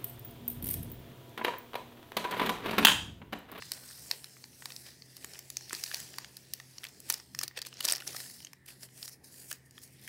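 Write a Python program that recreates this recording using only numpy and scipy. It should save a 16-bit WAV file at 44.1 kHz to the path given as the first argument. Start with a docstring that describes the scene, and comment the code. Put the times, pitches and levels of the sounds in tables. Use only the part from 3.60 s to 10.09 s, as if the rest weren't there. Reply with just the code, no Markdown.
"""Hands peel and crumple thin plastic film over a desk, close under a microphone in a quiet room.
From the start creases snap one at a time, each a ragged noise burst ringing its own facet, over a fine
rustle of film sliding in the fingers, made of ticks and hiss. A bright cluster bursts at 3.5 s, the snaps
crowd together around 4.3 s, then thin out and get mostly fainter, many of the last ones high.
Throughout, desk echoes and a wall tail answer each snap, and a faint hum wavers in the room tone."""
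import sys
import numpy as np
from scipy import signal
from scipy.fft import rfft, irfft
from scipy.io import wavfile
from scipy.ndimage import uniform_filter1d

SR = 44100
rng = np.random.default_rng(int(sys.argv[2]) if len(sys.argv) > 2 else 0)


def waveform_to_disk(signal):
    """Save audio, clipped to [-1, 1], as 16-bit WAV at the path in sys.argv[1]."""
    frames = np.transpose(np.atleast_2d(signal))
    scaled = np.clip(frames, -1, 1) * 32767
    samples = np.round(scaled).astype(np.int16)
    wavfile.write(sys.argv[1], SR, samples)


def gain_from_db(level_db):
    """Convert decibel levels to linear amplitude factors (20 dB per decade)."""
    decades = np.asarray(level_db, float) / 20
    return 10 ** decades


N = 286120  # samples in the scene


def evened(x):
    """Scales each row to rms 1."""
    return x / np.sqrt(np.mean(x ** 2, axis=-1, keepdims=True) + 1e-20)


def read(points, hz):
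    """Reads a spectrum table on a log-frequency axis."""
    f, value = np.transpose(points)
    return np.interp(np.log(hz + 1), np.log(f + 1), value)


def colour(x, points):
    """Gives x the spectrum of a table."""
    gain_db = read(points, np.fft.rfftfreq(len(x), 1 / SR))
    return irfft(rfft(x) * gain_from_db(gain_db), len(x))


def band(x, lo_hz, hi_hz):
    """Causal band-pass along the last axis."""
    return signal.sosfilt(signal.butter(3, [lo_hz, hi_hz], "bandpass", fs=SR, output="sos"), x)


def resonate(x, hz, width_hz):
    """One resonance with a peak gain near 1."""
    r = np.exp(-np.pi * width_hz / SR)
    return signal.lfilter([1 - r, 0, r - 1], [1, -2 * r * np.cos(2 * np.pi * hz / SR), r * r], x)


def three_bands(noises, bass_hz, body_hz):
    """Takes low flap, body and fizz from three noises, each at rms 1."""
    edges = [bass_hz, body_hz, 8000, 17000]
    return [evened(band(x, lo, hi)) for x, lo, hi in zip(noises, edges, edges[1:])]


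def shifting(x, patchy_db, broad_db):
    """Narrow and broad frequency ranges swell and fade at random, alike in every row."""
    z = signal.stft(x, nperseg=512, noverlap=384)[2]
    chance = rng.standard_normal(z.shape[:0:-1]).T  # (frequency, time)
    patches = uniform_filter1d(uniform_filter1d(chance, size=6, axis=0), size=60, axis=1)
    broad = uniform_filter1d(uniform_filter1d(chance[::-1], size=28, axis=0), size=30, axis=1)
    gain_db = patchy_db * patches / patches.std() + broad_db * broad / broad.std()
    return signal.istft(z * gain_from_db(gain_db), nperseg=512, noverlap=384)[1][:, :N]


def slow(top_hz):
    """Slow chance at rms 1: sines of random phase up to a top rate."""
    t = np.arange(0, N + 256, 256) / SR
    rates = np.geomspace(1.2, top_hz, num=24)
    wave = sum(np.sin(2 * np.pi * (f * t + rng.random())) / np.sqrt(f) for f in rates)
    return evened(np.interp(np.arange(N) / SR, t, wave))


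# colour of the still air in the room: (f/Hz, relative level per Hz/dB)
AIR_COLOUR = [(18, -44), (33, -35), (90, -4), (165, -0.5), (435, -8), (566, -15), (716, -18), (931, -20),
              (1010, -23.5), (1150, -24), (1490, -27), (1840, -12), (2300, -20.5), (3540, -30),
              (12200, -37.5), (15800, -33.5)]
# fuzzy low tones in the room: (f/Hz, width/Hz, rms level/dB)
LOW_TONES = [(254, 22, -75), (74, 20, -75.5), (92, 9.8, -82), (352.2, 8.8, -80.5)]


def room_tone():
    """Still air as coloured noise, low tones as resonated noise, and a hum whose pitch and level waver."""
    air = shifting(rng.standard_normal((1, N)), patchy_db=3.0, broad_db=0.16)[0]
    air = gain_from_db(-64.5) * evened(colour(air, AIR_COLOUR))
    noise = rng.standard_normal((len(LOW_TONES), N))
    fuzz = np.zeros(N)
    for n, (hz, width_hz, db) in zip(noise, LOW_TONES):
        fuzz += gain_from_db(db) * evened(resonate(resonate(n, hz, width_hz), hz, width_hz))
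    hum_hz = 130.5 + 1.7 * slow(12)
    hum_db = -65.5 + 1.9 * slow(25)  # rms level
    hum = np.sqrt(2) * gain_from_db(hum_db) * np.sin(2 * np.pi * np.cumsum(hum_hz) / SR)
    return air + fuzz + hum


# how long the walls of the room ring on: (f/Hz, t60/s)
WALL_DECAY = [(400, 0.82), (1500, 0.28), (4000, 0.21), (9000, 0.068), (16000, 0.23)]


def walls(x):
    """Sparse taps of random sign, one in every 20 samples, each band dying at its own speed."""
    taps = np.zeros(SR // 2)
    at = np.arange(400, SR // 2 - 20, 20)  # the tail starts about 9 ms late
    taps[at + rng.integers(0, 20, len(at))] = rng.choice([-1., 1.], len(at))
    hz, t, z = signal.stft(taps, SR, nperseg=256)
    t60 = np.clip(read(WALL_DECAY, hz), .03, 2)[:, None]
    tail = signal.istft(z * gain_from_db(-60 * t / t60), SR, nperseg=256)[1]
    return signal.oaconvolve(x, tail / np.linalg.norm(tail))[:N]


# single echoes from the desk and near things, after the direct sound: (t/s, level/dB)
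DESK_ECHOES = [(.0016, -28), (.0034, -18), (0.0142, -51), (0.018, -44), (.021, -43.5)]


def desk(x):
    """Direct sound with single delayed echoes from the desk and near things."""
    taps = np.zeros(2048)
    taps[0] = 1
    for s, db in DESK_ECHOES:
        taps[round(s * SR)] = gain_from_db(db)
    return signal.oaconvolve(x, taps)[:N]


# changing base level and brightness of the rustle: (t/s, level/dB, brightness/dB)
BASE_RUSTLE = [(0.0, -57, -2), (0.48, -57.5, 1), (0.72, -63.5, -1), (1.2, -60.5, 4.5), (1.42, -70.5, 3),
               (1.58, -61.5, 0), (1.74, -55.5, -2.5), (1.87, -68, -2), (1.99, -66.5, 1), (2.55, -60, -3.5),
               (2.9, -63.5, -1), (3.4, -66, -1.5), (3.66, -80, 4), (4.2, -61.5, -9.5), (4.6, -73, 21),
               (4.84, -62, 1), (4.92, -83, -16), (5.04, -92.5, -6), (5.3, -80.5, 0.5), (5.6, -94, -7.5),
               (5.7, -72.5, 1), (5.9, -65, 11), (6.04, -85, -12), (6.38, -76.5, -25), (6.49, -58.5, -1)]
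# swells of the film's rustle, from tight bursts to long slides; rise and fall times under 1 ms act as 1 ms:
# (t of the top/s, level/dB, t to rise 20 dB/s, t to fall 20 dB/s, brightness/dB)
RUSTLE_SWELLS = [(.13, -58.5, -1.5, 0.8, 5), (.529, -56, .05, 0.08, -11.5), (1.055, -60.5, -0.2, 0.5, -5),
                 (1.265, -52.5, .03, 0.1, -6), (2.138, -51, 0.03, 0.4, 2), (2.389, -51, 0.8, .18, 0),
                 (3.25, -61, 0.3, .2, 0), (3.503, -40, .01, .02, 0), (3.51, -49, 0.0958, .16, 0),
                 (3.82, -55, .12, .07, 0), (3.835, -42, .008, 0.0243, -2), (3.975, -44, 0.02, 0.0252, -11),
                 (3.985, -60, -0.03, 0, -10), (4.063, -49.5, 0.01, 0.04, -6),
                 (4.18, -57.5, -0.02, 0.36, -5.5), (4.252, -36, 0.02, .012, -3), (4.293, -51, .1, .2, -12),
                 (4.475, -41, .007, .011, -1), (4.48, -52.5, .007, .15, -10),
                 (4.595, -50.5, 0.2, 0.2649, 2), (5.061, -49, .002, 0, 2), (5.085, -51.5, .02, .1, 1),
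                 (5.236, -51, .05, .04, 2), (5.386, -61, 0.14, 0.1, 0), (5.458, -50.5, .115, 0.01, 4),
                 (5.492, -53, 0.04, -0.03, 4), (5.532, -58, .07, 0.04, 3), (5.644, -58, 0.01, 0.1, 3.5),
                 (5.727, -65.5, 0.06, .15, 9), (5.797, -58.5, .17, 0.21, 3), (5.914, -45, .022, .008, 3.5),
                 (5.929, -55, -0.02, .05, -1), (6.062, -73, .03, .05, 7), (6.172, -63.5, 0.08, 0.16, 0.5),
                 (6.237, -57, 0.04, .06, 6), (6.33, -72, .08, .12, 8.5), (6.45, -62, .09, .15, 7.5)]


def rustle_gains():
    """Gains of flap, body and fizz: the changing base and each swell add their power."""
    fizz_db, flap_db = 0, -3.5  # relative to the body
    dull_flap = 0.6  # bright rustle fizzes more and flaps less: dB of flap lost per dB of brightness
    flap_time_s, quick_loss_db = .045, 3.5  # quicker swells lose flap for each halving of their length
    t = np.arange(0, N + 64, 64) / SR
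    s, db, bright_db = np.transpose(BASE_RUSTLE)
    parts = [(np.interp(t, s, db), np.interp(t, s, bright_db), 0)]
    for top, db, rise, fall, bright_db in RUSTLE_SWELLS:
        rise, fall = max(rise, .001), max(fall, .001)
        level_db = db - 20 * np.maximum((top - t) / rise, (t - top) / fall)
        lost_db = quick_loss_db * max(np.log2(flap_time_s / (rise + fall)), 0)
        parts.append((level_db, bright_db, lost_db))
    power = 0
    for db, bright_db, lost_db in parts:
        flap = db + flap_db - dull_flap * bright_db - lost_db
        power = power + gain_from_db([flap, db, db + fizz_db + bright_db]) ** 2
    return np.array([np.interp(np.arange(N) / SR, t, np.sqrt(p)) for p in power])


# colour of film heard over the desk: (f/Hz, relative level per Hz/dB)
FILM_COLOUR = [(180, -40), (300, -5.5), (360, -1.5), (676, 0), (1250, -10), (1430, -3.5), (1770, 1),
               (2090, -1), (3670, -1), (4190, 2), (5030, 6), (7130, -0.5), (8140, 0), (12100, -5),
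               (15800, -8)]


def rustle(gains):
    """Tiny creases tick over a sliding hiss of shifting colour; the gains set the level of each range."""
    ticks_per_s, spread_db, smooth_hiss, grain_s = 900, 3, 2.3, 0.0025
    ticks = gain_from_db(spread_db * np.minimum(rng.exponential(1, N), 5))
    ticks *= rng.random(N) < ticks_per_s / SR
    lumps = signal.oaconvolve(ticks, np.exp(-np.arange(400) / SR / grain_s))[:N]
    hiss = (smooth_hiss + evened(lumps)) * rng.standard_normal((3, N))
    hiss = shifting(hiss, patchy_db=2.1, broad_db=1.6)
    bands = three_bands([colour(h, FILM_COLOUR) for h in hiss], 180, 3900)
    return (gains * bands).sum(0)


# low knocks, many under the snaps: (t/s, level/dB before a soft onset lowers it, f/Hz)
LOW_KNOCKS = [(0.117, -62, 1234), (0.51, -38, 940), (1.644, -42.5, 378), (2.128, -34.5, 1260),
              (2.131, -34.5, 364), (2.339, -41, 684), (3.501, -39.5, 1110), (3.503, -38, 390),
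              (3.84, -43.5, 360), (3.812, -40, 1270), (3.977, -39, 471), (4.204, -41, 1315),
              (4.249, -42, 580), (4.254, -43, 280), (4.283, -34, 946), (4.298, -42, 480), (4.321, -36, 630),
              (4.334, -43, 520), (4.546, -37, 1270), (4.547, -40, 755), (5.914, -45, 642)]


def low_knocks():
    """Dull, short knocks: decaying sines with a soft onset."""
    t, out = np.arange(2048) / SR, np.zeros(N + 2048)
    for s, peak_db, hz in LOW_KNOCKS:
        knock = gain_from_db(peak_db - 60 * t / 0.023) * np.sin(2 * np.pi * hz * t)  # t60 23 ms
        out[round(s * SR):][:2048] += knock * (1 - np.exp(-t / 0.00039))
    return out[:N]


# rings of the film's facets: (f/Hz, width/Hz, level before chance shares/dB)
FILM_FACETS = [(1920, 89, -12), (2640, 270, -6), (2970, 660, 5), (4600, 460, 1), (5400, 130, 0.5),
               (6800, 670, -9), (7920, 430, -1), (9800, 400, -47)]


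def facets(jolts, own_hz):
    """Every snap shakes the film's facets by chance amounts, those near its own ring most."""
    scatter_db, db_per_octave = 6, 5
    share_db = scatter_db * rng.standard_normal((len(jolts), len(FILM_FACETS)))
    share_db -= db_per_octave * abs(np.log2(np.transpose(FILM_FACETS)[0] / own_hz[:, None]))
    rings = 0
    for share, (hz, width_hz, db) in zip(share_db.T, FILM_FACETS):
        rings = rings + gain_from_db(db + share)[:, None] * resonate(jolts, hz, width_hz)
    return evened(rings)


def snaps(creases):
    """A crease flips: a ragged burst of tiny jolts that holds, dies in milliseconds and rings its own facet most."""
    hold_s, ragged_db, flip = .0016, 4, 3.2  # a crease keeps tearing for the hold before it dies away
    s, peak_db, hz, low_db, top_db, t60 = creases
    t, t60 = np.arange(2048) / SR, np.clip(t60, .003, .08)[:, None]
    jolts = rng.standard_normal((len(s), 3, 2048))
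    jolts[:, :, 8] += flip  # the flip itself leads
    rise = 0.026 * t60 * (t60 / .012) ** 1.5  # slow creases swell in softly
    stutter = evened(uniform_filter1d(rng.standard_normal((len(s), 2048)), size=30, axis=1))
    dying = np.maximum(t - hold_s, 0) / t60
    shape_db = -60 * dying + ragged_db * stutter * np.minimum(t60 / 0.02, 1)
    jolts = np.swapaxes(jolts, 0, 1) * (1 - np.exp(-t / rise)) * gain_from_db(shape_db)
    low, body, fizz = three_bands(jolts, 850, 2400)
    low = evened(low + gain_from_db(3) * evened(resonate(jolts[0], 1820, 260)))  # the widest facet flaps
    fizz = evened(signal.lfilter([1], [1, -.5], fizz))  # fizz falls toward the top
    body = evened(np.array([resonate(j, f, .6 * f) for j, f in zip(body, hz)]))  # strongest around the ring
    ring = evened(np.array([resonate(j, f, f / 10) for j, f in zip(jolts[1], hz)]))
    body = evened(body + gain_from_db(5) * ring + facets(jolts[1], hz))
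    burst = body + gain_from_db(low_db)[:, None] * low + gain_from_db(top_db)[:, None] * fizz
    burst *= (gain_from_db(peak_db) / abs(burst).max(1))[:, None]
    out = np.zeros(N + 2048)
    starts = np.round((s - rise[:, 0]) * SR).astype(int)
    for start, one in zip(starts, burst):
        out[start:start + 2048] += one
    return out[:N]


def small_creases(gains):
    """Small creases go at random moments, more and stronger in a loud rustle, each on a chance facet."""
    count, mean_t60_s = 900, .01
    busy_db, busy_range_db = -47, 19.5  # rustle level at which every crease goes; none go this far below it
    over_db, spread_db = 10, 2  # they stand this far above the rustle
    flap_db, fizz_db, scatter_db = -13.5, -2.5, 6.5
    at, size, facet, slowness, stiff = rng.random((count, 5)).T
    low, top = scatter_db * rng.standard_normal((count, 2)).T
    s = .02 + at * (N / SR - .04)
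    _, body_db, rustle_fizz_db = 20 * np.log10(gains[:, (s * SR).astype(int)])
    peak_db = np.minimum(body_db, busy_db) + over_db - spread_db * np.log(1 - .95 * size)
    # stiff ones go only where the rustle is loud
    peak_db -= 200 * np.maximum(stiff - 1 - (body_db - busy_db) / busy_range_db, 0)
    hz = np.transpose(FILM_FACETS)[0][(facet * len(FILM_FACETS)).astype(int)]
    top_db = fizz_db + top + rustle_fizz_db - body_db
    return snaps((s, peak_db, hz, flap_db + low, top_db, mean_t60_s * (.5 + slowness)))


# the clearest creases snapping, close to the microphone:
# (t/s, peak level/dB, ring f/Hz, low flap level re ring band/dB, top fizz level re ring band/dB)
CLEAR_SNAPS = [(0.0223, -30, 1790, -0.5, -21), (0.1181, -17.5, 4540, -12, 0), (0.1356, -30, 5040, -30, -4),
               (0.2893, -39, 4830, -25.5, -17), (0.5122, -13, 4270, -12.5, -10.5),
               (0.6431, -27, 4300, -15, -6), (0.7676, -46, 1840, 14, -1), (0.8406, -32.5, 4600, -9.5, -22),
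               (1.0225, -35.5, 1850, 0, -19), (1.0564, -24.5, 4240, -6, -5), (1.1038, -34.5, 2470, -9, -8),
               (1.12, -34, 4670, -9, -11), (1.163, -28.5, 4930, -30, -7.5), (1.421, -36, 4300, -14, -26),
               (1.567, -32.5, 5030, -18, 1), (1.645, -27, 7140, -5, -1.5),
               (1.7358, -36, 4780, -13.5, -16.5), (1.7552, -39, 1840, -6, -22),
               (1.7905, -29, 5250, -8.5, 3), (1.9017, -25.5, 6550, -16, -0.5),
               (1.9691, -19, 6200, -46, -28.5), (2.0093, -36, 6100, -6, -24), (2.0955, -29, 3950, -22, -6),
               (2.1082, -30, 1720, 21, -22), (2.13, -20, 7400, -4.5, -6), (2.1405, -30.5, 2350, -6, -19),
               (2.1492, -23, 4600, -35, -20), (2.2376, -15.5, 5050, -36, -8),
               (2.2616, -32, 4300, -22, -15.5), (2.3142, -28.5, 1730, -6, -16), (2.34, -30.5, 5320, -1, -6),
               (2.3439, -18, 4670, -19, -8), (2.4012, -27.5, 6800, -19, -1), (2.5398, -35, 2970, -6, -18),
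               (2.584, -22.5, 4600, -2.5, -2.5), (2.6457, -29, 2220, -18, -19),
               (2.7684, -27, 4800, -20, -1.5), (2.9358, -19.5, 5300, -16.5, 1),
               (2.9999, -32.5, 1790, -5, -9), (3.1826, -29.5, 5340, -44.5, -29),
               (3.2345, -33, 1830, -22.5, -16), (3.2406, -25.5, 2360, -23, -3.5),
               (3.2504, -31, 2480, -13.5, -31), (3.268, -33.5, 3970, -14, -19.5),
               (3.2865, -42, 5640, -20, -5), (3.4022, -33, 8200, -39, 1), (3.4902, -33, 11970, -23, 5),
               (3.4992, -13, 13800, -29, -4), (3.5003, -14.5, 9600, -23, 4), (3.5014, -15, 5430, -7, -2.5),
               (3.5075, -25, 4700, -9, -9), (3.5238, -22, 9700, -25, 0), (3.5352, -33, 5000, -15, -8),
               (3.5392, -23, 9000, -16, 0), (3.5408, -20, 4900, -16.5, -6), (3.5991, -35.5, 5500, -7, -23),
               (3.748, -26.5, 5340, -4, -11), (3.7896, -17.5, 5600, -21, -9), (3.8128, -23, 5100, -10, -9),
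               (3.8315, -26.5, 4500, -4, -6.5), (3.8335, -20.5, 7740, -12, 3),
               (3.8352, -22, 4400, -6.5, -1), (3.8792, -23, 4580, -21, -4.5), (3.9111, -43.5, 1870, 8, -10),
               (3.9722, -31, 4000, -8, -5), (3.9749, -26, 2580, -8, -14), (3.989, -28, 4690, -7.5, -7),
               (4.0172, -23.5, 4530, -14, -7.5), (4.0245, -29.5, 5510, -9, -19),
               (4.0505, -32.5, 2620, -24, -15), (4.0625, -36, 6040, -20, -2.5),
               (4.0865, -43, 9000, -24, -2), (4.0678, -30, 4600, -7.5, 2), (4.1273, -39, 3070, -5.5, -22),
               (4.14, -38, 5170, -23, -15), (4.17, -38, 5400, -10, -19), (4.1915, -39, 5220, -4, -9),
               (4.2045, -29, 4500, -10, -2), (4.2068, -22, 2950, -10.5, -3), (4.2273, -29, 4410, -12, -3),
               (4.2415, -27.5, 9000, -12, 2.5), (4.2465, -21, 4000, -10, -7), (4.2505, -18, 4970, -14, -4),
               (4.252, -10, 8250, -23, -8), (4.2558, -20.5, 5500, -11, -7), (4.2607, -34, 8700, -5, 14),
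               (4.2689, -31, 3940, 0, -6), (4.2783, -22, 5140, -19, -5), (4.2823, -22.5, 4600, -14, -5),
               (4.2852, -14.5, 4600, -21, -7), (4.2875, -18.5, 3520, -13, -10),
               (4.2957, -28, 4200, -11, -6), (4.2978, -20, 5270, -17, -4.5), (4.3003, -23.5, 5000, -12, -9),
               (4.3049, -20, 5060, -23, -13), (4.3105, -23, 4250, -12, -2.5), (4.312, -23, 4400, -16, -3),
               (4.3221, -11, 8250, -20, -10), (4.3323, -21, 5460, -4, -4), (4.3356, -23, 4800, -11, -3),
               (4.3515, -25, 4970, -24, -24.5), (4.3587, -24, 5400, -19, -5), (4.3674, -29, 4750, -2, 4),
               (4.381, -34, 5400, -10, -12), (4.402, -33, 2800, -12, -8.5), (4.4062, -32, 2900, -4, -6.5),
               (4.4209, -35, 1430, -4, -16), (4.4518, -45, 4870, -6, -3), (4.4672, -33.5, 5500, -5, -10),
               (4.4722, -31, 5400, -3, -4), (4.476, -22, 5900, -32, -8), (4.506, -34, 5770, -9, -6),
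               (4.5458, -33.5, 1420, 5, 0), (4.5285, -38, 5100, -25, -20), (4.5632, -29, 6000, -10, -1),
               (4.5657, -27, 5120, -7, -2.5), (4.578, -36.5, 5500, -6, -3), (4.6023, -28, 4410, -5.5, -10),
               (4.6615, -39, 4370, -6, -3), (4.699, -37, 4940, -7, -10), (4.8034, -37.5, 3010, -6, -3),
               (4.8477, -30, 5970, -38, -28), (4.8693, -38, 3160, -17.5, -19), (4.932, -38, 5460, -1, -3),
               (5.0625, -40, 9500, -20, 12), (5.089, -40, 8870, -11, 4), (5.2318, -31.5, 4740, -10, -6),
               (5.2878, -49.5, 2480, -5, -12), (5.3765, -41, 5950, -10, -3), (5.4281, -26, 4360, -35, -12),
               (5.4555, -38, 5000, -15, 2), (5.4783, -30.5, 4760, -9, -3), (5.494, -37, 9400, -2, 9),
               (5.5235, -48, 9630, -15, 4), (5.7415, -41, 1830, -16.5, 3), (5.9144, -23.5, 1730, -24, -1.5),
               (5.9271, -25, 6400, -10, 0), (6.1094, -44, 8600, -30, -14), (6.1793, -38, 3300, -3, -14),
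               (6.1876, -43, 10300, -20, 0), (6.217, -45, 9500, -20, -1), (6.226, -45, 10100, -20, 1),
               (6.234, -43, 9800, -18, -2), (6.2759, -47, 8450, -20, -5), (6.307, -52, 9790, -20, 3),
               (6.3265, -51, 12300, -15, 0), (6.395, -47, 4010, -17, -0.5), (6.414, -47.5, 12100, -20, 3),
               (6.4375, -43, 11500, -20, 5), (6.4763, -31.5, 2210, -5.5, -4.5)]


def clear_creases():
    """The clearest creases flip at their listed moments, each dying by 60 dB in 6.5 ms after its hold."""
    return snaps((*np.transpose(CLEAR_SNAPS), np.full(len(CLEAR_SNAPS), .0065)))


def scene():
    """Film in the hands, its echoes and the room tone."""
    gains = rustle_gains()
    cracks = clear_creases() + small_creases(gains) + low_knocks()
    echoed = desk(cracks) + gain_from_db(-16.5) * walls(cracks)
    return (echoed + rustle(gains) + room_tone())[None]


def band_limit(x):
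    """A steep low-pass at the top of the band."""
    return signal.sosfilt(signal.butter(12, 16810, fs=SR, output="sos"), x)


def record(dry):
    """The mix is low-passed at 15830 Hz by a linear-phase filter, then finished."""
    limit = signal.firwin(301, 15830, window=("kaiser", 6), fs=SR)
    mix = signal.oaconvolve(dry, limit[None], "same")
    return band_limit(mix)


dry = scene()
out = record(dry)
waveform_to_disk(out)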